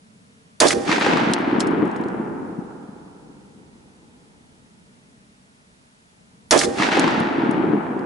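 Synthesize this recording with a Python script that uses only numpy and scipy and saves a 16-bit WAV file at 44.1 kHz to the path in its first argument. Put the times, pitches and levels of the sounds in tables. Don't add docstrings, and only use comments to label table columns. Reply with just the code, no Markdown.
import sys
import numpy as np
from scipy import signal
from scipy.fft import rfft, irfft, next_fast_len
from scipy.io import wavfile

SR = 44100
rng = np.random.default_rng(int(sys.argv[2]) if len(sys.argv) > 2 else 0)


def store_wav(level_fs):
    pcm = np.round(np.clip(np.atleast_2d(level_fs), -1, 1) * 32767)
    wavfile.write(sys.argv[1], SR, pcm.T.astype(np.int16))


N = 355225


# pitch in Hz, relative level in dB per Hz.
MURMUR_COLOUR = [(12, -53.5), (20, -25.5), (86, -10.5), (165, -4.5), (198, -1), (253, -4), (339, -23),
                 (448, -11.5), (555, -26), (653, -27.5), (1000, -26), (1300, -60.5), (2200, -120)]
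# time in seconds, level in dB.
MURMUR_LEVEL = [(0, -54), (5, -55), (6.1, -62.5), (6.3, -54.5), (8.05, -51)]
# pitch in Hz, relative level in dB per Hz.
WIND_COLOUR = [(11, -39.5), (18, -12), (86, -0.5), (113, -17), (140, 1.5), (180, -26.5), (310, -120)]
# time in seconds, level in dB.
WIND_LEVEL = [(0, -77), (2, -57), (6, -67.5), (8.05, -64)]
# start in seconds, level added to car and echoes in dB, treble lift of the far echo
# in dB per second and octave, starting blast level in dB, bolt cycle in seconds.
SHOTS = [(0.602, 2, 2, -15, .134), (6.509, 2, 1, -13, 0.15)]
# pitch in Hz, relative level in dB per Hz.
GAS_COLOUR = [(710, -14.5), (1200, -2), (1960, -3.5), (3120, -18.5), (3400, -4), (3910, -6), (5250, -3),
              (7730, -6.5), (11200, -11.5), (11500, -24.5), (15000, -60), (22000, -120)]
# time after the shot in bolt cycles, level in dB.
CYCLE_HISS = [(0, -36), (.3, -32), (.55, -22.5), (.75, -24), (.96, -24), (1.03, -36.5), (1.4, -42.5),
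              (1.65, -41.5), (1.9, -42.5)]
# seconds after the shot, approximate peak in dB, pitch in Hz.
ACTION = [(.0005, 0.5, 5050), (0.017, -7, 1540), (.067, -8.5, 4000), (0.0805, -2.5, 5270),
          (.1033, -4, 1850), (.126, -12, 1995), (.147, -24, 4870)]
# pitch in Hz, relative level in dB per Hz.
BOOM_COLOUR = [(24, -59), (40, -26), (102, -14.5), (189, -11.5), (226, -9), (373, 2.5), (413, -9),
               (468, -1), (567, -13), (600, -4.5), (780, -37), (1320, -120)]
# pitch in Hz, relative level in dB per Hz.
RATTLE_COLOUR = [(320, -30), (540, 0.5), (626, -0.5), (1310, -9), (1390, -19.5), (1500, -8), (1860, -13),
                 (2170, -16.5), (3500, -18), (4550, -50), (7700, -120)]
# time in seconds, boom in dB, rattle in dB,
# both before the shot's added level and the fades.
BODY = [(0.603, -32.5, -29.5), (0.619, -24, -14.5), (0.663, -19.5, -20.5), (0.695, -28.5, -42),
        (0.73, -25, -27.5), (0.745, -21.5, -39.5), (0.79, -24, -37.5), (0.86, -35.5, -39),
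        (0.875, -31.5, -36)]
# pitch in Hz, relative level in dB, time to fall 60 dB in seconds.
STEEL = [(705, -4, 1.5), (797, 0, 2), (1222, -10, .6), (1373, -9, .8), (1841, -10, 1.5), (2234, -17, .6),
         (2422, -16, .9)]
# time in seconds, strength in dB before the shot's added level, pitch in Hz.
LOW_PUSHES = [(0.618, -15.5, 320), (0.651, -11, 457), (0.756, -19.5, 350), (0.77, -13, 384),
              (0.891, -15, 275), (0.977, -14.5, 348), (1.01, -17.5, 258), (1.065, -11, 437),
              (1.083, -11.5, 310), (1.133, -16.5, 218), (1.171, -14, 254), (1.269, -13.5, 226),
              (1.4, -17, 260), (1.475, -19, 296), (1.526, -11.5, 280), (1.582, -11.5, 255),
              (1.667, -15, 286.8), (1.69, -15, 326), (1.731, -12.5, 328), (1.758, -31.5, 275),
              (1.834, -16, 360), (1.864, -16, 315), (1.999, -16.5, 251), (2.056, -17, 344),
              (2.75, -28.5, 310), (2.962, -33.5, 371)]
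# time in seconds, bright scatter in dB, low roll in dB,
# scatter's left-right difference in dB. Levels are before treble changes and the shot's added level.
ECHO = [(0.859, -39, -40, -2.5), (0.88, -28, -26, 0), (0.92, -22.5, -25, -1.5), (0.97, -25, -27, -2.5),
        (1.0, -28, -32, 1), (1.015, -22, -34, 0), (1.07, -22, -22.5, 0), (1.27, -23.5, -26.5, -0.5),
        (1.38, -27.5, -29.5, 1), (1.58, -27, -24.5, 1.5), (1.85, -30.5, -21.5, 4), (1.9, -31, -28.5, 1.5),
        (2.26, -37, -30, 0.5), (2.969, -51, -46, -1.5), (3.62, -64, -53, -3), (4.1, -67, -58.5, -3),
        (5.55, -82.5, -67, -2.5), (6.4, -79, -67.5, 1.5)]
# pitch in Hz, relative level in dB per Hz.
ROLL_COLOUR = [(35, -54), (60, -37), (81, -25), (190, -3.5), (337, 1), (382, -4.5), (432, -7), (536, -14),
               (651, -35), (700, -29), (910, -48.5), (1540, -120)]
# pitch in Hz, relative level in dB per Hz.
SCATTER_COLOUR = [(260, -21), (450, -1.5), (552, -2.5), (863, 2.5), (1120, -3), (1680, -3.5), (2080, -5.5),
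                  (2590, -8.5), (4830, -18.5), (5240, -21.5), (5760, -22), (8420, -33.5), (9130, -36),
                  (11000, -41), (11500, -43.5), (15000, -66), (22000, -120)]
# pitch in Hz, change in dB per second before the shot's treble lift.
AIR = [(100, 1), (200, 2), (330, -2), (470, 1.5), (610, 0), (870, 2.5), (1130, -0.5), (1380, 0),
       (2000, -9.5), (3000, -15.5), (4500, -28.5), (8000, -46), (11000, -53.5)]
# time in seconds, approximate
# peak in dB before the treble cut and the shot's added level, pitch in Hz, left-right difference in dB.
SLAPS = [(0.876, -16.5, 1646, -4), (0.893, -8, 960, -6), (0.914, -7.5, 1493, 4.5), (0.925, -4, 1630, -2.5),
         (0.96, -10.5, 1610, 2.5), (0.98, -8, 821, 7), (1.01, -8.5, 1750, 2), (1.024, -8, 1500, 2.5),
         (1.047, -11.5, 1500, 7.5), (1.063, -2, 900, -1.5), (1.133, -10, 987, -3), (1.17, -5, 915, 0),
         (1.199, -10.5, 810, -3.5), (1.234, -16, 974, -3)]
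# time in seconds, approximate peak in dB,
# pitch in Hz, time for the main burst to fall 60 dB in seconds.
CASE = [(0.9975, -21, 9530, 0.018), (1.179, -30, 9500, 0.0089), (1.3072, -35, 9470, 0.011),
        (1.3145, -30, 9700, 0.015), (1.3356, 0.5, 5170, 0.0094), (1.3868, -34, 8570, .012),
        (1.4084, -37, 9020, 0.009), (1.5965, -25, 6500, .03), (1.6040, -8, 5600, 0.023),
        (1.67, -27.5, 6880, 0.028), (1.7093, -40, 8000, .016), (1.854, -38, 7000, .016),
        (1.8756, -39, 8000, .016), (1.9135, -37, 4840, .018), (1.9613, -32, 5500, 0.025),
        (2.012, -40, 6930, .014), (2.0375, -34, 4300, .016), (2.0842, -36, 5570, 0.015),
        (6.9948, -5.5, 6950, 0.012), (7.1052, -38, 10100, 0.022), (7.201, -22, 9940, 0.0092),
        (7.5112, -25, 9030, 0.013), (7.9917, -36, 4240, .014)]
# pitch in Hz, width in Hz, relative level in dB.
BRASS = [(3150, 430, -5), (4160, 230, -2.5), (5250, 130, -3), (6630, 130, -13), (7700, 270, -11.5),
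         (9100, 600, -11.5)]
# pitch in Hz, relative level in dB per Hz.
HISS_COLOUR = [(350, -35), (600, 6.5), (768, 1.5), (902, 2.5), (2040, 0), (2580, -2.5), (10200, -9.5),
               (11100, -11), (11500, -30.5), (15000, -50), (22000, -120)]
# pitch in Hz, likeness from -1 to 1.
NEAR_ALIKE = [(60, 0.64), (140, 0.99), (340, 0.36), (820, 0.12), (1970, 0.17), (4730, 0.47), (11300, 0.71)]
# pitch in Hz, likeness from -1 to 1.
FAR_ALIKE = [(60, 0.15), (140, 0.84), (340, 0.7), (820, 0.056), (1970, 0.14), (4730, 0.6), (11300, 0.26)]
# pitch in Hz, likeness from -1 to 1.
HISS_ALIKE = [(60, 0.88), (140, 0.58), (340, 0.44), (820, -0.7), (1970, -0.62), (4730, -0.01),
              (11300, 0.72)]

BLAST_FALL_DB_S = 422
ACTION_T60_S, ACTION_PAN_DB = 0.042, -4.5
BODY_PAN_DB, BODY_CENTRES_S = -8.5, 0.17
STEEL_DB, STEEL_PAN_DB = -35.5, -20.5
PUSH_CYCLES = 0.88
PUSH_PAN_DB = 4.5
SMALL_BANKS = 60
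SMALL_OVER_ROLL_DB, SMALL_SPREAD_DB, SMALL_HZ = 2.5, 5, 275
SLAP_T60_S = 0.035
CASE_PAN_DB = -5.5
CREST_DB = 9.5
HISS_DB = -58.5
TOP_HZ = 11050


def amp(db):
    return 10 ** (np.asarray(db) / 20)


def unit(x):
    return x / np.sqrt(np.mean(x ** 2) + 1e-20)


def along(points, hz):
    f, v = np.transpose(points)
    return np.interp(np.log(hz + 1), np.log(f + 1), v)


def curves(rows):
    s, *columns = np.transpose(rows)
    return [np.interp(np.arange(N) / SR, s, column) for column in columns]


def filtered(x, response):
    size = next_fast_len(N + 8192)
    hz = np.fft.rfftfreq(size, 1 / SR)
    return irfft(rfft(x, size) * response(hz), size)[..., :N]


def pan(db):
    return amp([db / 2, -db / 2])


def add(out, s, sound):
    start = round(s * SR)
    out[:, start:start + sound.shape[1]] += sound[:, :N - start]


def noise():
    return rng.standard_normal((2, N))


def arrivals(per_s, spread_db):
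    rows = rng.standard_normal((int(per_s * N / SR), 3))
    when = rng.integers(0, N, len(rows))
    size = amp(spread_db * np.clip(rows[:, 0], -2, 2))
    streams = [np.bincount(when, size * rows[:, k], N) for k in (1, 2)]
    return unit(np.array(streams))


def stereo(x, spectrum, alike):
    def middle_and_side(hz):
        turn = np.arccos(np.clip(along(alike, hz), -1, 1)) / 2
        return amp(along(spectrum, hz)) * [np.cos(turn), np.sin(turn)]

    mid, side = filtered(x, middle_and_side)
    return unit(np.array([mid + side, mid - side]))


def ticks(rows, width, alike, attack_s, tail_db, modes=()):
    out, t = np.zeros((2, N)), np.arange(4096) / SR
    f = np.fft.rfftfreq(len(t), 1 / SR) + 1
    rings = 1 + sum(4 * amp(db) / (1 + ((f - hz) / w * 2) ** 2) for hz, w, db in modes)
    for s, db, hz, t60, pan_db in rows:
        a, b = rng.standard_normal((2, len(t)))
        pair = [a, alike * a + (1 - alike) * b]
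        band = rings / (1 + (np.log(f / hz) / width) ** 2)
        burst = unit(irfft(rfft(pair) * band))
        fall_s = max(t60, .004)
        fall = amp(-60 * t / fall_s) + amp(tail_db - 15 * t / fall_s)
        attack = 1 - np.exp(-t / attack_s)
        add(out, s, amp(db - CREST_DB) * pan(pan_db)[:, None] * burst * fall * attack)
    return out


def murmur():
    return amp(curves(MURMUR_LEVEL)[0]) * stereo(noise() + 0.33 * arrivals(260, 3), MURMUR_COLOUR, FAR_ALIKE)


def wind():
    return amp(curves(WIND_LEVEL)[0]) * stereo(noise() + arrivals(49, 2), WIND_COLOUR, [(30, 0.23)])


def gas():
    out, t = np.zeros((2, N)), np.arange(N) / SR
    cycles, hiss_db = np.transpose(CYCLE_HISS)
    for s, _, _, blast_db, cycle_s in SHOTS:
        since = np.maximum(t - s, 0)
        ending_db = -300 * np.maximum(since - cycles[-1] * cycle_s, 0)
        hiss = amp(np.interp(since / cycle_s, cycles, hiss_db) + ending_db)
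        rush = amp(blast_db - BLAST_FALL_DB_S * since)
        rough = noise() + 0.91 * arrivals(2000, 1.9)
        out += (t > s) * (rush + hiss) * stereo(rough, GAS_COLOUR, NEAR_ALIKE)
    return out


def action():
    rows = [(s + late, db, hz, ACTION_T60_S, ACTION_PAN_DB) for s, *_ in SHOTS for late, db, hz in ACTION]
    return ticks(rows, width=0.44, alike=.7, attack_s=0.00015, tail_db=-30)


def car_body():
    boom_db, rattle_db = curves(BODY)
    first = SHOTS[0][0]
    t = np.maximum(np.arange(N) / SR - first, 0)
    ending = amp(-300 * np.maximum(t + first - BODY[-1][0], 0))
    life = (1 - np.exp(-t / .005)) * ending
    boom = amp(boom_db) * stereo(noise(), BOOM_COLOUR, NEAR_ALIKE)
    rattle = amp(rattle_db) * stereo(noise(), RATTLE_COLOUR, NEAR_ALIKE)
    direction = pan(BODY_PAN_DB * np.exp(-(t / BODY_CENTRES_S) ** 2))
    return life * direction * (boom + rattle)


def steel():
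    out, t = np.zeros((2, N)), np.arange(SR) / SR
    ring = sum(amp(db - 60 * t / t60) * np.sin(2 * np.pi * hz * t) for hz, db, t60 in STEEL)
    add(out, SHOTS[0][0], amp(STEEL_DB) * pan(STEEL_PAN_DB)[:, None] * ring)
    return out


def low_pushes():
    out, t = np.zeros((2, N)), np.arange(2048) / SR - .02
    s, _, roll_db, _ = np.transpose(ECHO)
    when = rng.uniform(s[0], SHOTS[1][0], SMALL_BANKS)
    luck = rng.standard_normal((SMALL_BANKS, 2))
    small_db = np.interp(when, s, roll_db) + SMALL_OVER_ROLL_DB + SMALL_SPREAD_DB * luck[:, 0]
    small_hz = SMALL_HZ * np.exp(0.18 * luck[:, 1])
    rows = [*LOW_PUSHES, *zip(when, small_db, small_hz)]
    sides_db = PUSH_PAN_DB * rng.standard_normal(len(rows))
    for (s, db, hz), side_db in zip(rows, sides_db):
        push = np.exp(-(t * hz / PUSH_CYCLES) ** 2) * np.sin(2 * np.pi * hz * t)
        add(out, s + PUSH_CYCLES / hz - .018, amp(db) * pan(side_db)[:, None] * push)
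    return out


def far_echo(hills, trees, treble_db):
    scatter_db, roll_db, pan_db = curves(ECHO)
    t = np.arange(N) / SR
    roll = amp(roll_db) * stereo(hills + 0.94 * noise(), ROLL_COLOUR, FAR_ALIKE)
    scatter = amp(scatter_db) * pan(pan_db) * stereo(trees + 1.66 * noise(), SCATTER_COLOUR, FAR_ALIKE)
    hz, moment, parts = signal.stft(roll + scatter, SR, nperseg=512)
    octaves = np.clip(np.log2(hz / 1000 + 0.0013), 0, 2)
    slope_db = along(AIR, hz) + treble_db * octaves
    change_db = np.minimum(slope_db[:, None] * (moment - SHOTS[0][0] - .5), 14)
    far = signal.istft(parts * amp(change_db), SR, nperseg=512)[1][:, :N]
    start = amp(-500 * np.maximum(ECHO[0][0] - t, 0))
    return start * far


def near_trees():
    rows = [(s, db, hz, SLAP_T60_S, pan_db) for s, db, hz, pan_db in SLAPS]
    slaps = ticks(rows, width=0.55, alike=0.64, attack_s=.0006, tail_db=-33.5)
    return filtered(slaps, lambda hz: 1 / (1 + (hz / 7000) ** 4))


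def surroundings():
    firm = car_body() + steel() + low_pushes() + near_trees()
    hills, trees = arrivals(1200, 2.5), arrivals(1200, 5.4)
    out = np.zeros((2, N))
    for s, level_db, treble_db, *_ in SHOTS:
        answer = far_echo(hills, trees, treble_db) + firm
        add(out, s - SHOTS[0][0], amp(level_db) * answer)
    return out


def spent_case():
    rows = [(*row, CASE_PAN_DB) for row in CASE]
    return ticks(rows, width=0.56, alike=0.53, attack_s=0.00034, tail_db=-13, modes=BRASS)


def scene():
    background = murmur() + wind()
    rifle = gas() + action()
    return background + rifle + surroundings() + spent_case()


def record(dry):
    x = dry + amp(HISS_DB) * stereo(noise(), HISS_COLOUR, HISS_ALIKE)
    x = x / (1 + np.abs(x / .95) ** 6) ** (1 / 6)

    def treble_cut(hz):
        over = hz - TOP_HZ
        return amp(-27 * np.clip(over / 150, 0, 1) - np.maximum(over, 0) / 120)

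    return filtered(x, treble_cut)


dry = scene()
out = record(dry)
store_wav(out)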